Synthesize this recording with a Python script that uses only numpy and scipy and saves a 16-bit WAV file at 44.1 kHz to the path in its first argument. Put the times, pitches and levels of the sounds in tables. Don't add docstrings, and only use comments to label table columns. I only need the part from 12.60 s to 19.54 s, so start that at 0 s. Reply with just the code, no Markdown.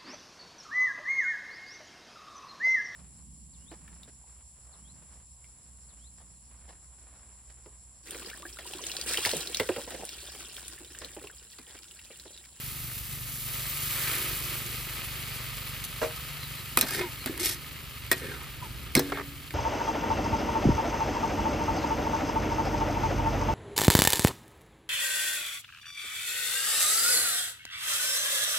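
import sys
import numpy as np
from scipy import signal
from scipy.fft import rfft, irfft
from scipy.io import wavfile

SR = 44100
rng = np.random.default_rng(int(sys.argv[2]) if len(sys.argv) > 2 else 0)


def master_out(mix):
    frames = np.transpose(np.atleast_2d(mix))
    ceiling = np.clip(frames, -1, 1)
    pcm = np.round(ceiling * 32767).astype(np.int16)
    wavfile.write(sys.argv[1], SR, pcm)


N = 306054
TIME = np.arange(N) / SR
BIN_HZ = np.maximum(np.arange(N // 2 + 1) * SR / N, 1)


def from_db(db):
    return 10 ** (np.asarray(db) / 20)


def unit_rms(x):
    return x / np.sqrt(np.mean(x ** 2) + 1e-20)


def at_hz(points, hz):
    point_hz, values = np.transpose(points)
    return np.interp(np.log(hz), np.log(point_hz), values)


def coloured(x, spectrum):
    skirts = 1 / (1 + (spectrum[0][0] / BIN_HZ) ** 4) / (1 + (BIN_HZ / spectrum[-1][0] / 2) ** 4)
    return unit_rms(irfft(rfft(x) * from_db(at_hz(spectrum, BIN_HZ)) * skirts, N))


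def noise(spectrum):
    return coloured(rng.standard_normal((2, N)), spectrum)


def smoothed(x, corner_hz):
    return unit_rms(irfft(rfft(x) / (1 + (BIN_HZ / corner_hz) ** 2), N))


def drift(corner_hz):
    return smoothed(rng.standard_normal(N), corner_hz)


def grains(per_s, spread_db):
    sizes = from_db(spread_db * np.minimum(rng.exponential(1, (2, N)), 5))
    signs = rng.choice([-1, 1], (2, N))
    occurs = rng.random((2, N)) < per_s / SR
    return unit_rms(sizes * signs * occurs)


def clicks(times, levels_db):
    return np.bincount((np.asarray(times) * SR).astype(int), from_db(levels_db), N)


def ring(x, hz, t60):
    radius, angle = from_db(-60 / (t60 * SR)), 2 * np.pi * hz / SR
    return signal.lfilter([0, np.sin(angle)], [1, -2 * radius * np.cos(angle), radius ** 2], x + 1e-18)


def decay(x, t60):
    return signal.lfilter([1], [1, -from_db(-60 / (t60 * SR))], x + 1e-18)


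def ramp(start_s, length_s):
    return np.clip((TIME - start_s) / max(length_s, 1e-3), 0, 1)


def swell(peak_s, rise_db_per_s, fall_db_per_s):
    return from_db(np.minimum(rise_db_per_s * (TIME - peak_s), fall_db_per_s * (peak_s - TIME)))


def phase(hz):
    return 2 * np.pi * np.cumsum(hz) / SR


def mismatch(hz, spot_hz, reach_octaves):
    return 1 - np.exp(-(np.log2(hz / spot_hz) / reach_octaves) ** 2)


def direct(x):
    return np.stack([x, np.zeros(N)])


# frequency in Hz, coherence of left and right from 0 to 1.
COHERENCE = [(130, .75), (300, .93), (500, .88), (750, .55), (1250, .92), (2200, .9), (3400, .7),
             (4600, .88), (5500, .7), (7200, .45), (7800, .9), (8700, .78), (9600, .99), (12200, .93),
             (14000, .98)]
# frequency in Hz, phase lead of the left side in radians.
PHASE_LEAD = [(250, 0), (600, .35), (790, -1.3), (1150, -.15), (2000, -.1), (2700, 1.1), (3300, 1.3),
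              (3750, .1), (5800, -.1), (6500, -.7), (7150, -2.3), (7600, -.1), (8100, -.1), (8700, -.9)]
# frequency in Hz, left minus right level in dB.
BALANCE = [(300, -1), (600, 4.5), (900, -0.5), (1300, -3.5), (2200, -2), (3300, 3), (4000, 2.5),
           (5500, 0.5), (6400, 0), (7300, 3.5), (9000, -0.5)]
def microphones(sound, treble_hz=8120, hz_per_turn=2990):
    coherence = np.clip(at_hz(COHERENCE, BIN_HZ), 0, 1)
    shared, apart = rfft(sound) * np.sqrt([(1 + coherence) / 2, (1 - coherence) / 2])
    delay_phase = -2 * np.pi * (BIN_HZ - treble_hz) / hz_per_turn
    lead = at_hz(PHASE_LEAD, BIN_HZ)
    lead = np.where(BIN_HZ > treble_hz, np.minimum(lead, delay_phase), lead)
    tilt = from_db(at_hz(BALANCE, BIN_HZ) / 2) * np.exp(.5j * lead)
    return irfft(np.stack([(shared + apart) * tilt, (shared - apart) / tilt]), N)


# frequency in Hz, relative spectral density in dB.
RUMBLE_SPECTRUM = [(20, -18), (35, -15), (50, -0.5), (66, 3), (90, -5.5), (140, -3.5), (190, -15),
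                   (250, -13.5), (330, -17), (600, -30), (1500, -25.5)]
def rumble(firing_phase, steady_db=-48, gust_db=-43, throb=0.17):
    gust = from_db(gust_db) * swell(peak_s=6.2, rise_db_per_s=16, fall_db_per_s=16)
    level = np.hypot(from_db(steady_db), gust)
    return level * noise(RUMBLE_SPECTRUM) * (1 + throb * np.cos(firing_phase))


# multiple of the firing rate, relative level in dB.
ENGINE_ORDERS = [(2, -53.5), (3, -59.5), (4, -55), (5, -50), (6, -52), (7, -62), (8, -69.5), (9, -65.5),
                 (10, -65)]
def engine(firing_phase, gain_db=1.5, waver_db=2.0, smear_radians=0.6):
    hum = np.zeros((2, N))
    for order, db in ENGINE_ORDERS:
        amplitude = np.sqrt(2) * from_db(db + waver_db * drift(3.1))
        offset = rng.normal(0, smear_radians)
        paths = np.stack([np.zeros(N), 2 * drift(0.9)])
        hum += amplitude * np.cos(order * firing_phase + offset + paths)
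    return from_db(gain_db) * swell(peak_s=2.64, rise_db_per_s=0.5, fall_db_per_s=2) * hum


def background(firing_hz=24.25, wander=0.0031):
    firing_phase = phase(firing_hz * (1 + wander * drift(0.8)))
    return engine(firing_phase) + rumble(firing_phase)


# start in seconds, length in seconds, top pitch in Hz, level in dB, droop in octaves.
BIRD_PEEPS = [(3.795, .075, 4150, -44, .17), (3.96, .07, 4070, -44.5, .09), (4.575, .07, 4320, -47.5, .08)]
def bird(crest=0.16, quaver_db=2.5, wobble=0.007):
    notes, unsteady = np.zeros(N), 1 + wobble * drift(240)
    for start, length, top_hz, db, droop in BIRD_PEEPS:
        along = ramp(start, length)
        pitch = top_hz * 2 ** (-droop * ((along - crest) / (1 - crest)) ** 2) * unsteady
        notes += from_db(db) * np.sin(np.pi * along) * np.sin(phase(pitch))
    return direct(notes * from_db(quaver_db * drift(100)))


# time in seconds, strength of the blow in dB.
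BASIN_KNOCKS = [(3.4162, -23.5), (3.4291, -28.5), (3.4387, -42)]
# frequency in Hz, relative level in dB, t60 in seconds, left minus right level in dB.
BASIN_MODES = [(320, -15, 0.11, -2), (405, -21, 0.16, -3), (470, -4.5, 0.22, -7), (520, -9, 0.092, -4),
               (624, -5.5, 0.2, 7), (860, -18, 0.045, -2), (1005, -7, 0.068, -8), (1300, -12, .06, -3),
               (1598, -8.5, 0.088, -3), (1820, -16, .05, -2), (2830, -11, .04, 0)]
# frequency in Hz, relative spectral density in dB.
RATTLE_SPECTRUM = [(250, 0.5), (500, 1.0), (1500, -8.0), (2500, -12.0), (5000, -19.5), (9000, -21)]
def basin(rattle_db=-7, rattle_t60=0.22):
    blows = clicks(*np.transpose(BASIN_KNOCKS))
    modes = np.zeros((2, N))
    for k, (hz, db, t60, side_db) in enumerate(BASIN_MODES):
        left_right = from_db([[db + side_db / 2], [db - side_db / 2]])
        modes += (-1) ** k * left_right * ring(blows, hz, t60)
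    rattle = decay(blows, rattle_t60) * noise(RATTLE_SPECTRUM)
    return modes + from_db(rattle_db) * microphones(rattle)


def struck(modes, times, levels_db, spot_hz, far_db, reach_octaves):
    ringing = np.zeros(N)
    for hz, mode_db, t60 in modes:
        strength_db = levels_db + mode_db + far_db * mismatch(hz, spot_hz, reach_octaves)
        strength_db += rng.normal(0, 1, len(times))
        ringing += rng.choice([-1, 1]) * ring(clicks(times, strength_db), hz, t60)
    return ringing


def rubbed(modes, slips, t60, spot_hz, far_db, reach_octaves):
    gains = np.array([from_db(db + far_db * mismatch(hz, spot_hz, reach_octaves)) for hz, db, _ in modes])
    rings = np.array([(-1) ** k * unit_rms(ring(slips, hz, t60)) for k, (hz, _, _) in enumerate(modes)])
    return np.sum(gains[:, None] * rings, axis=0) / np.linalg.norm(gains, axis=0)


# frequency in Hz, relative spectral density in dB.
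CRACK_SPECTRUM = [(300, -39), (1450, -18), (2200, -4), (2950, -6), (3600, -3), (6500, -5.5), (11000, 4.5),
                  (16000, 3.5)]
def crack(touches, t60=0.0089, zing_db=-13, zing_t60=0.045):
    envelope = decay(touches, t60) + from_db(zing_db) * decay(touches, zing_t60)
    return envelope * noise(CRACK_SPECTRUM)


# frequency in Hz, relative spectral density in dB.
CLATTER_SPECTRUM = [(120, -25), (300, 6.5), (550, 6), (780, 6), (1200, 2.5), (2200, 1), (2950, -5),
                    (3500, 1), (4300, -2.5), (5300, -6), (5800, -17), (7000, -5.5), (11000, -9),
                    (16000, -6.5)]
def clatter(times, levels_db, t60s, spots_hz, far_db=-7, yard_db=-26, yard_t60=1.0):
    bursts, length = np.zeros((2, N)), SR // 2
    age, hz = TIME[:length], np.maximum(np.fft.rfftfreq(length, 1 / SR), 1)
    for start, db, t60, spot_hz in zip(times, levels_db, t60s, spots_hz):
        colour = from_db(at_hz(CLATTER_SPECTRUM, hz) + far_db * mismatch(hz, spot_hz, reach_octaves=1))
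        crowd = unit_rms(irfft(rfft(rng.standard_normal((2, length))) * colour, length))
        envelope = from_db(-60 * age / t60) + from_db(yard_db - 60 * age / yard_t60)
        first = int(start * SR)
        bursts[:, first:first + length] += (from_db(db) * envelope * crowd)[:, :N - first]
    return bursts


# frequency in Hz, relative level in dB, t60 in seconds.
WOK_MODES = [(147, -7, 0.24), (205, -9.5, 0.15), (255, -1, 0.13), (282.6, -12, 0.96), (337, 5, 0.067),
             (371.5, -1.5, 0.19), (415.5, -2, 0.15), (475.4, -4.5, 0.18), (519, -0.5, 0.08),
             (658, 0.5, .072), (975, -3, 0.042), (1260, -4, 0.092), (1633, -4.5, 0.09), (1745, -7, .13),
             (1885, -3.5, 0.092), (2100, -4, 0.1), (2214, 0, 0.039), (2376, -4, 0.065), (2500, -1, 0.07)]
# frequency in Hz, relative level in dB, t60 in seconds.
BLADE_MODES = [(3280, -3, .04), (3500, -4, .05), (3820, -2, .05), (4110, -3, .085), (4385, -3, .06),
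               (4560, -3, .045), (4940, -1, .06), (5140, -4, .045), (5338, -1.5, .09), (5566, -1, .08),
               (6030, -5, .04), (6230, -5, .06), (6360, -6, .04), (7520, -4, .05), (8120, 0, .045),
               (8350, 0, .04), (8720, 1, .055)]
# time in seconds, crack in dB, clatter in dB, clatter t60 in seconds, wok ring in dB,
# pitch the wok's spot favours in Hz, its reach in octaves, blade ring in dB, pitch it favours in Hz.
SPATULA_CLACKS = [(4.1728, -7, -15.5, 0.03, -18.5, 1225, .2, -32, 4400),
                  (4.1763, -33, -35, .036, -21.5, 2500, 0.13, -34, 8750),
                  (4.178, -45, -42, .04, -24, 244, 0.2, -45, 3400),
                  (4.189, -16, -34, 0.081, -34, 477, .2, -37, 5500),
                  (4.2114, -9.5, -32, .14, -28, 2430, .2, -22.5, 3980),
                  (4.217, -30, -38, .08, -28, 1040, 0.29, -26, 6200),
                  (4.226, -34, -27.5, 0.11, -21, 227, 0.26, -41, 4400),
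                  (4.308, -22, -49, .05, -26.5, 1340, 0.21, -37, 4900),
                  (4.393, -30, -28, 0.031, -39, 1654, .26, -33, 4900),
                  (4.411, -38, -33, 0.11, -30, 2210, .26, -39, 4000),
                  (4.66, -22.5, -30, 0.084, -25.5, 245, 0.2, -37, 4400),
                  (4.673, -42, -31, .054, -31.5, 1740, .26, -44, 3400),
                  (4.696, -52, -50, .058, -28.5, 318, .26, -57, 4100),
                  (4.741, -48, -48, .04, -39, 2150, .2, -50, 4100),
                  (4.777, -27, -44, .03, -52, 2000, .26, -50, 8400),
                  (4.797, -29, -54, .07, -44, 2150, 0.24, -41, 5300),
                  (4.851, -18, -47, .078, -27, 2060, 0.13, -40, 5400),
                  (5.5148, -11.5, -22, 0.048, -12, 1880, 0.13, -22.5, 8900),
                  (5.516, -19, -31, 0.041, -25.5, 354, 0.24, -22.5, 3580),
                  (5.522, -23, -47, .052, -31, 650, 0.24, -30, 4910),
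                  (5.5277, -20, -32, 0.11, -25, 2420, .12, -32, 4200),
                  (6.3522, -7.5, -26, .03, -16, 2180, 0.099, -19, 6050),
                  (6.356, -37, -29.5, 0.31, -12.5, 158, 0.31, -37, 3300),
                  (6.3658, -25, -29, .05, -14, 255, .15, -25, 5300),
                  (6.3672, -45, -45, .04, -23.5, 1640, .1, -40, 4100),
                  (6.3752, -27, -37, .04, -17.5, 350, .22, -23, 4110),
                  (6.3833, -45, -33, .04, -18.5, 285, .1, -45, 4100),
                  (6.3937, -15.5, -20, .028, -25, 485, 0.22, -25, 6170),
                  (6.397, -38, -40, .04, -30, 1740, .15, -38, 4100),
                  (6.907, -42, -38, .037, -42, 2210, .26, -50, 4200)]
def clacks():
    (times, crack_db, clatter_db, clatter_t60,
     wok_db, spot_hz, reach, blade_db, blade_hz) = np.transpose(SPATULA_CLACKS)
    impacts = crack(clicks(times, crack_db)) + clatter(times, clatter_db, clatter_t60, spot_hz)
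    wok = struck(WOK_MODES, times, wok_db, spot_hz, far_db=-23.5, reach_octaves=reach)
    blade = struck(BLADE_MODES, times, blade_db, blade_hz, far_db=-13, reach_octaves=0.11)
    return impacts + direct(wok + blade)


# time in seconds, level in dB.
SPATULA_THUDS = [(6.5212, -21), (6.573, -29), (6.585, -33), (6.597, -30), (6.61, -34)]
# frequency in Hz, relative spectral density in dB.
THUD_SPECTRUM = [(300, -5), (600, -1), (1250, 1), (2100, -2), (2600, -13), (5000, -24), (9000, -34)]
def thuds(t60=0.04, wok_db=-9):
    times, db = np.transpose(SPATULA_THUDS)
    knock = decay(clicks(times, db), t60) * noise(THUD_SPECTRUM)
    wok = struck(WOK_MODES, times, db + wok_db, spot_hz=420, far_db=-16, reach_octaves=0.3)
    return knock + direct(wok)


# times of start, hardest push, lift and meeting the food in seconds; relative levels of
# groan, grinding and rasp in dB; groan pitch, first and last edge pitch and favoured blade pitch in Hz.
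SPATULA_STROKES = [(4.181, 4.19, 4.18, 4.21, -46, -37, -30, 300, 2300, 2400, 4000),
                   (4.262, 4.398, 4.455, 4.37, -33, -34, -37.5, 392, 1484, 2230, 4850),
                   (4.692, 4.702, 5, 4.4, -37.5, -53, -61, 370, 2010, 2090, 4100),
                   (4.794, 4.868, 4.925, 4.945, -40, -38, -33, 350, 2064, 1900, 5360),
                   (5.559, 5.65, 5.86, 5.585, -35.5, -40.5, -42.5, 427, 2068, 1151, 8550),
                   (6.016, 6.037, 6.1, 5.7, -43, -51, -43, 370, 980, 853, 4300),
                   (6.43, 6.503, 6.505, 6.3, -33, -46, -40, 340, 1793, 1513, 3500),
                   (6.535, 6.595, 6.56, 5.7, -46, -34, -43, 365, 2300, 1750, 3300)]
def strokes(mode_hz, bite_s=0.0032, lift_s=0.055, push_db=7.5, muffle_db=14, muffle_s=0.043):
    grind, rasp = np.zeros((2, N))
    edge_hz, blade_hz = np.ones((2, N))
    groans = np.zeros((len(mode_hz), N))
    for (start, hardest, end, food, groan_db, grind_db, rasp_db,
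         groan_hz, first_hz, last_hz, favoured_hz) in SPATULA_STROKES:
        contact = ramp(start, bite_s) * (1 - ramp(end, lift_s))
        push = from_db(push_db * (ramp(start, hardest - start) - 1 - ramp(hardest, end - hardest)))
        shares = from_db(-18 * mismatch(mode_hz, groan_hz, reach_octaves=0.33))
        groans += np.outer(shares / np.linalg.norm(shares), from_db(groan_db) * contact * push ** 3)
        grind += from_db(grind_db) * contact * push
        rasp += from_db(rasp_db - muffle_db * ramp(food, muffle_s)) * contact * push
        glide_hz = first_hz + (last_hz - first_hz) * ramp(start, end - start)
        edge_hz = np.where(TIME >= start, glide_hz, edge_hz)
        blade_hz[TIME >= start] = favoured_hz
    return groans, grind, rasp, edge_hz, blade_hz


# frequency in Hz, relative spectral density in dB.
GRIND_SPECTRUM = [(400, -30), (600, 7.5), (850, 5.5), (1050, -6), (1300, -1), (1600, 4), (2200, 4),
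                  (2900, 3.5), (4200, 0), (7000, -31)]
RASP_SPECTRUM = [(2500, 3), (4000, 0), (4700, 0.5), (5400, -6), (6200, 0.5), (8500, -4.5), (9700, 0),
                 (11000, 5.5), (12500, -6), (14000, 4.5), (16000, -26)]
def scrapes(groan_db=-5, grind_db=-5, grit_db=4, edge_db=-8, pan_db=-4.5, judder_db=2.05):
    low_hz = np.array([hz for hz, _, _ in WOK_MODES if 230 < hz < 600])
    high_modes = [mode for mode in WOK_MODES if mode[0] > 900]
    groans, grind, rasp, edge_hz, blade_hz = strokes(low_hz)
    judder = from_db(judder_db * drift(170))
    slips = grains(per_s=1600, spread_db=2.0) * judder
    groan = sum(gain * unit_rms(ring(slips, hz, t60=0.087)) for hz, gain in zip(low_hz, groans))
    edge = np.sqrt(2) * smoothed(slips, corner_hz=110) * np.cos(phase(edge_hz))
    grit = coloured(grains(per_s=2400, spread_db=2.8) * judder, RASP_SPECTRUM)
    pan = rubbed(high_modes, slips, t60=0.048, spot_hz=edge_hz, far_db=-9.5, reach_octaves=0.35)
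    blade = rubbed(BLADE_MODES, slips, t60=0.05, spot_hz=blade_hz, far_db=-4.5, reach_octaves=0.078)
    grinding = from_db(grind_db) * coloured(slips, GRIND_SPECTRUM)
    grinding += from_db(edge_db) * edge + from_db(pan_db) * pan
    return from_db(groan_db) * groan + grind * grinding + rasp * (from_db(grit_db) * grit + blade)


# start in seconds, length in seconds, first pitch in Hz, last pitch in Hz, level in dB.
EDGE_SQUEAKS = [(4.395, 0.037, 375.7, 352, -23.5), (4.428, 0.052, 359.4, 346, -32),
                (4.419, 0.077, 996, 854, -39), (4.794, 0.053, 325, 387, -31.5),
                (4.872, 0.12, 361.4, 343, -47), (5.718, 0.1, 1406, 1210, -50),
                (6.01, 0.07, 1010, 820, -39.5)]
def squeaks(attack_s=0.017, quaver_db=3.0, wobble=0.016):
    tones, unsteady = np.zeros(N), 1 + wobble * drift(95)
    for start, length, first_hz, last_hz, db in EDGE_SQUEAKS:
        along = ramp(start, length)
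        pitch = (first_hz + (last_hz - first_hz) * along ** 1.42) * unsteady
        tones += from_db(db) * ramp(start, attack_s) * (1 - along ** 2) * np.sin(phase(pitch))
    return direct(tones * from_db(quaver_db * drift(120)))


DROPS_S, TRICKLE_S, GUSH_S = 0.49, 0.854, 1.474
def pour(centre_hz=355, cycles=16, level_db=-44.5, lag_s=0.13):
    bubbles = np.zeros(N)
    for hz in centre_hz * 2 ** (np.arange(-2, 9) / 8):
        births = grains(per_s=82, spread_db=1.5)[0]
        bubbles += ring(births, hz, cycles / hz) / (1 + 11 * abs(np.log2(hz / centre_hz)))
    flow = swell(GUSH_S + lag_s, rise_db_per_s=70, fall_db_per_s=23)
    return direct(from_db(level_db) * flow * unit_rms(bubbles))


def steam_flash():
    return swell(GUSH_S, rise_db_per_s=73, fall_db_per_s=39)


# frequency in Hz, relative spectral density in dB.
SEETHE_SPECTRUM = [(1100, -2), (2000, -3), (2500, -2), (3400, -32)]
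def seethe(level_db=-38):
    bubbles = coloured(grains(per_s=3000, spread_db=2.5), SEETHE_SPECTRUM)
    return from_db(level_db) * steam_flash() * bubbles


def juice_vigour(steady_db=-47.5, sink_db_per_s=1, flash_db=-39.5, water_db=-40):
    steady = from_db(steady_db - sink_db_per_s * TIME)
    water = ramp(TRICKLE_S, 0.023) * swell(GUSH_S, rise_db_per_s=5.5, fall_db_per_s=2)
    return np.linalg.norm([steady, from_db(flash_db) * steam_flash(), from_db(water_db) * water], axis=0)


def oil_vigour(steady_db=-41, sink_db_per_s=1.24, flash_db=-38.5, water_db=-34, stirred_db=-2.5):
    steady = from_db(steady_db - sink_db_per_s * TIME + stirred_db * ramp(4.5, 0.48))
    water = ramp(DROPS_S, 0.29) * swell(GUSH_S, rise_db_per_s=11, fall_db_per_s=13.5)
    return np.linalg.norm([steady, from_db(flash_db) * steam_flash(), from_db(water_db) * water], axis=0)


def pops(cycles=7, relative_db=-11.5):
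    pitches_hz = np.geomspace(1500, 4500, 10)
    pings = sum(ring(grains(per_s=9, spread_db=2.5)[0], hz, cycles / hz) for hz in pitches_hz)
    return direct(from_db(relative_db) * juice_vigour() * unit_rms(pings))


# frequency in Hz, relative spectral density in dB.
JUICE_SPECTRUM = [(200, -18), (380, -4.5), (720, -7.5), (1090, -4), (1260, 4), (1450, -5.5), (2100, 1.5),
                  (3100, 2), (3600, -3.5), (4200, -1.5), (5200, -6.5), (5750, -16.5), (6400, -10.5),
                  (10000, -14.5)]
OIL_SPECTRUM = [(2000, -8), (4500, -6.5), (5700, -9.5), (6500, -7.5), (7500, -8), (9500, -5.5), (11000, 0),
                (12500, -4.5), (13800, 2), (15700, -4.5)]
# time in seconds, level in dB.
FAT_SPITS = [(0.721, -40), (1.319, -42), (1.851, -37), (1.942, -37), (2.062, -32), (2.626, -39),
             (2.765, -38), (3.24, -30), (3.249, -32.5), (4.531, -41)]
def sizzle(juice_gain_db=0.5, oil_gain_db=3.0, flicker_db=1.0, spit_t60=0.038):
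    boil = coloured(grains(per_s=5500, spread_db=2.5), JUICE_SPECTRUM)
    boil *= from_db(juice_gain_db + flicker_db * drift(35))
    fizz = coloured(grains(per_s=14000, spread_db=3.0), OIL_SPECTRUM)
    fizz *= from_db(oil_gain_db + flicker_db * drift(32))
    spits = decay(clicks(*np.transpose(FAT_SPITS)), spit_t60) * noise(RASP_SPECTRUM)
    return juice_vigour() * boil + oil_vigour() * fizz + spits


def scene():
    frying = sizzle() + pops() + seethe() + pour()
    spatula = clacks() + thuds() + scrapes() + squeaks()
    return microphones(frying + spatula + bird() + background()) + basin()


def record(dry):
    cutoff_hz = 15800
    return signal.sosfilt(signal.ellip(12, .1, 90, cutoff_hz, fs=SR, output="sos"), dry)


dry = scene()
out = record(dry)
master_out(out)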